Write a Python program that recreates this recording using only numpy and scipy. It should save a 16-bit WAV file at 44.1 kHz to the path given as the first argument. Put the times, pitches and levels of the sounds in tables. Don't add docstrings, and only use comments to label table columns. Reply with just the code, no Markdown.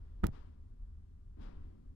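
import sys
import numpy as np
from scipy import signal
from scipy.fft import rfft, irfft, next_fast_len
from scipy.io import wavfile
from scipy.ndimage import map_coordinates

SR = 44100
rng = np.random.default_rng(int(sys.argv[2]) if len(sys.argv) > 2 else 0)


def pcm_store(signal):
    levels = np.round(np.clip(np.atleast_2d(signal), -1, 1) * 32767)
    wavfile.write(sys.argv[1], SR, levels.astype(np.int16).T)


N = 85995
TIME = np.arange(N) / SR


def amp(db):
    return 10 ** (np.asarray(db) / 20)


def unit(x):
    return x / np.sqrt(np.mean(x ** 2) + 1e-20)


def along(points, hz):
    point_hz, value = np.transpose(points)
    return np.interp(np.log(hz + 1), np.log(point_hz + 1), value)


def filtered(x, response):
    size = next_fast_len(N + SR // 2)
    spectrum = rfft(x, size) * response(np.fft.rfftfreq(size, 1 / SR))
    return irfft(spectrum, size)[..., :N]


def coloured(noise, spectrum):
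    return unit(filtered(noise, lambda hz: amp(along(spectrum, hz))))


def wobble(rate):
    knots = rng.standard_normal(int(N * rate / SR) + 4)
    return map_coordinates(knots, [TIME * rate])


def swell(start, rise, fade_db_per_s):
    t = TIME - start
    opening = np.sin(np.pi / 2 * np.clip(t / rise, 0, 1)) ** 2
    return opening * amp(-fade_db_per_s * np.maximum(t - rise, 0))


def grains(per_s):
    return (rng.random(N) < per_s / SR) * rng.standard_normal(N)


EAR_LAG_S = .00054
BEND_HZ, BEND_RAD = 162, 0.91


def far_side(x, shadow):
    def response(hz):
        bend = BEND_RAD * hz ** 2 / (hz ** 2 + BEND_HZ ** 2)
        phase_lag = 2 * np.pi * hz * EAR_LAG_S + bend
        return amp(along(shadow, hz)) * np.exp(-1j * phase_lag)
    return filtered(x, response)


# frequency in Hz, gain in dB.
TRAM_SHADOW = [(80, -0.76), (200, 1.5), (350, -2), (600, -6.5), (1100, -10), (2300, -16), (5000, -26.5),
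               (12000, -14.5)]
# frequency in Hz, likeness from 0 to 1.
ALIKE = [(60, 1), (200, 1), (1000, 0.83), (5000, 0.88)]


def from_left(spectrum):
    direct, diffuse = coloured(rng.standard_normal((2, N)), spectrum)
    alike = lambda hz: np.clip(along(ALIKE, hz), 0, 1)
    other = filtered(direct, alike) + filtered(diffuse, lambda hz: np.sqrt(1 - alike(hz) ** 2))
    return np.array([direct, far_side(other, TRAM_SHADOW)])


# frequency in Hz, relative level in dB per Hz.
RUMBLE = [(15, -3), (35, 9), (52, -3.5), (70, -13), (125, -31.5), (400, -80)]
# time in seconds, level in dB.
RUMBLE_LEVEL = [(0, -49), (.33, -46), (.72, -55), (.87, -47), (1.0, -59), (1.15, -51.5), (1.25, -54),
                (1.52, -50.5), (1.63, -42), (1.73, -51.5), (1.95, -51.5)]
# frequency in Hz, relative level in dB per Hz.
DRONE = [(40, -21.5), (62, -0.5), (78, 2), (98, -4), (118, -18.5), (190, -19.5), (280, -30), (400, -35.5),
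         (700, -66), (2000, -110)]
# frequency in Hz, relative level in dB per Hz.
ROLLING = [(60, -20), (200, 2), (390, 1), (500, -4), (1150, -10.5), (2200, -23), (4700, -28), (7000, -39.5),
           (16000, -43)]
# time in seconds, level in dB.
ROLLING_LEVEL = [(0, -68.5), (.2, -70), (.6, -75), (.9, -75), (1.15, -76.5), (1.33, -76.5), (1.56, -78),
                 (1.638, -68), (1.73, -72), (1.95, -76)]
DRONE_DB, DRONE_FOLLOWS = -55, 0.18


def tram():
    rumble_db = np.interp(TIME, *np.transpose(RUMBLE_LEVEL))
    rolling_db = np.interp(TIME, *np.transpose(ROLLING_LEVEL))
    drone_db = DRONE_DB + DRONE_FOLLOWS * (rumble_db - rumble_db.mean())
    rumble = from_left(RUMBLE) * amp(rumble_db)
    drone = from_left(DRONE) * amp(drone_db)
    rolling = from_left(ROLLING) * amp(rolling_db + 0.41 * wobble(25))
    return rumble + drone + rolling


# frequency in Hz, rms level in dB.
HUM = [(253, -81), (393, -83), (1184, -95)]
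HUM_WAVER_RAD = 0.91


def hum():
    tones = np.zeros(N)
    for hz, db in HUM:
        phase = 2 * np.pi * hz * TIME + HUM_WAVER_RAD * wobble(4.1)
        tones += amp(db) * np.sqrt(2) * np.sin(phase)
    return np.array([tones, far_side(tones, TRAM_SHADOW)])


# start in seconds, level in dB, contact time in ms.
CONTACTS = [(0.2308, -21.5, 3.7), (0.2362, -11.5, 0.76), (0.2418, -10.5, 0.4), (0.2484, -29.5, 0.2),
            (0.2503, -22, 1.5), (0.255, -32, 0.56), (0.2601, -22.5, 0.8), (0.2829, -29, 1.8),
            (0.2876, -23.5, 2.1), (0.2950, -25, 4.5)]
# frequency in Hz, level in dB, time to fall 60 dB in seconds.
MODES = [(131, -18, 0.097), (199, -8, 0.032), (318.5, -16, 0.051), (372, -14, 0.026), (446, -19, 0.05),
         (531, -25, 0.047), (670, -22, 0.029), (755, -22, 0.023), (942, -23.5, 0.04), (1251, -13, 0.018),
         (1435, -19, 0.011), (1608, -26.5, 0.015), (1918, -24, 0.015), (2430, -33.5, 0.052),
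         (3280, -31, 0.05), (4030, -39, 0.025)]
# start in seconds, level in dB.
THUDS = [(0.2411, -10.5), (0.2741, -28), (0.2892, -31)]
CRACK_DB, CRACK_T60_S = -10.5, 0.026
THUD_HZ, THUD_T60_S = 44, 0.031


def clack():
    t = TIME[:SR // 4]
    ring = sum(amp(db - 60 * t / t60) * np.sin(2 * np.pi * hz * t) for hz, db, t60 in MODES)
    near = np.zeros(N)
    for start, db, contact_ms in CONTACTS:
        u = np.maximum(TIME - start, 0) / (contact_ms / 4000)
        force = u * np.exp(-u)
        bright_noise = np.diff(rng.standard_normal(len(t) + 1))
        crack = amp(CRACK_DB - 60 * t / CRACK_T60_S) * bright_noise
        near += amp(db) * signal.fftconvolve(force / force.sum(), ring + crack)[:N]
    for start, db in THUDS:
        age = np.maximum(TIME - start, 0)
        near -= amp(db - 60 * age / THUD_T60_S) * np.sin(2 * np.pi * THUD_HZ * age)
    return near


# frequency in Hz, relative level in dB per Hz.
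RATTLE = [(100, 7.5), (400, 4), (800, 1.5), (1200, -10.5), (1800, -13), (2600, -19.5), (4000, -29.5),
          (7000, -39.5), (15000, -58)]
RATTLE_S, RATTLE_RISE_S, RATTLE_DB, RATTLE_FADE_DB_PER_S = .235, 0.0029, -36.5, 260
RATTLE_PER_S = 2800
RATTLE_HALF_S, RATTLE_STOP_S = 0.2934, 0.076
CRUNCH_S, CRUNCH_WIDTH_S, CRUNCH_DB, CRUNCH_HZ = .2405, 0.0031, -50, 3000


def rattle():
    chatter = coloured(grains(RATTLE_PER_S), RATTLE)
    moving = np.clip((RATTLE_HALF_S - TIME) / RATTLE_STOP_S + .5, 0, 1)
    chatter *= amp(RATTLE_DB) * swell(RATTLE_S, RATTLE_RISE_S, RATTLE_FADE_DB_PER_S) * moving
    high_pass = lambda hz: 1j * hz / (CRUNCH_HZ + 1j * hz)
    crunch = unit(filtered(grains(RATTLE_PER_S), high_pass))
    burst = np.exp(-((TIME - CRUNCH_S) / CRUNCH_WIDTH_S) ** 2)
    return chatter + crunch * amp(CRUNCH_DB) * burst


SQUEAK_END_S, SQUEAK_HZ, SQUEAK_RISE_HZ_PER_S, SQUEAK_DB = .2421, 1591, 200000, -27
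SQUEAK_SWELL_S, SQUEAK_STOP_S = 0.0025, 0.00045


def squeak():
    t = np.clip(TIME - SQUEAK_END_S, -.05, .05)
    shape = np.where(t < 0, t / SQUEAK_SWELL_S, t / SQUEAK_STOP_S)
    level = np.exp(-shape ** 2)
    cycles = SQUEAK_HZ * t + SQUEAK_RISE_HZ_PER_S * t ** 2 / 2
    return amp(SQUEAK_DB) * level * np.cos(2 * np.pi * cycles)


# frequency in Hz, gain in dB.
CLACK_SHADOW = [(60, 1), (300, -1.5), (640, -8), (1400, -12.5), (3000, -17.5), (7000, -28.5), (16000, -33)]
SQUASH_TOP, SQUASH_HARDNESS = 0.097, 3.4


def squashed_on_right(x):
    near = x / (1 + np.abs(x / SQUASH_TOP) ** SQUASH_HARDNESS) ** (1 / SQUASH_HARDNESS)
    return np.array([far_side(near, CLACK_SHADOW), near])


TREBLE_LIFT, LIFT_HZ = 0.27, 1187
# time in seconds, peak level in dB.
TICKS = [(0.2486, -38.5), (0.2686, -18)]
TICK_FAR_DB = -20


def tick():
    snap = np.zeros(N)
    for start, db in TICKS:
        snap[round(start * SR)] = -amp(db)
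    return np.array([amp(TICK_FAR_DB) * snap, snap]) / (1 + TREBLE_LIFT)


# start in seconds, level in dB, rise in seconds, fade in dB per second,
# start of the low body in seconds, its level in dB, start of the hiss in seconds, its level in dB.
SWISHES = [(0.309, -59.5, 0.043, 95, 0.28, -62.5, 0.3015, -72.5),
           (1.34, -59, 0.12, 76.5, 1.363, -55.5, 1.384, -70)]
# frequency in Hz, relative level in dB per Hz.
SWISH_RUSH = [(150, -9.5), (390, 4.5), (680, -2.5), (1050, 0), (1500, -7.5), (2200, -13.5), (3200, -18),
              (5000, -25), (8000, -55)]
SWISH_HISS = [(1200, -7.5), (2300, 0), (3100, 4), (4000, -2), (5100, -2.5), (7000, -13), (11000, -21.5),
              (16000, -47)]
SWISH_BODY = [(50, -10), (150, 1), (260, 2.5), (420, -10.5), (620, -14), (1500, -66)]
HISS_RISE_S, HISS_FADE_DB_PER_S = 0.05, 133
BODY_RISE_S, BODY_FADE_DB_PER_S = 0.02, 27.5


def swishes():
    out = np.zeros((2, N))
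    for start, db, rise, fade, body_start, body_db, hiss_start, hiss_db in SWISHES:
        out += from_left(SWISH_RUSH) * amp(db) * swell(start, rise, fade)
        out += from_left(SWISH_HISS) * amp(hiss_db) * swell(hiss_start, HISS_RISE_S, HISS_FADE_DB_PER_S)
        out += from_left(SWISH_BODY) * amp(body_db) * swell(body_start, BODY_RISE_S, BODY_FADE_DB_PER_S)
    return out


def scene():
    left = tram() + hum() + swishes()
    return left + squashed_on_right(clack() + rattle() + squeak()) + tick()


EDGE_S = .004
SELF_NOISE_DB, TOP_HZ = -91, 16500


def record(dry):
    fade = np.clip(np.minimum(TIME, TIME[-1] - TIME) / EDGE_S, 0, 1)
    bright = filtered(dry * fade, lambda hz: 1 + TREBLE_LIFT * 1j * hz / (LIFT_HZ + 1j * hz))
    noise_colour = [(2000, 7), (9000, 4.0), (13000, -5.5), (16000, -18)]  # Hz, relative dB per Hz
    self_noise = coloured(rng.standard_normal((2, N)), noise_colour)
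    band_limit = lambda hz: np.clip((TOP_HZ - hz) / 700 + .5, 0, 1)
    return filtered(bright + amp(SELF_NOISE_DB) * self_noise, band_limit)


dry = scene()
out = record(dry)
pcm_store(out)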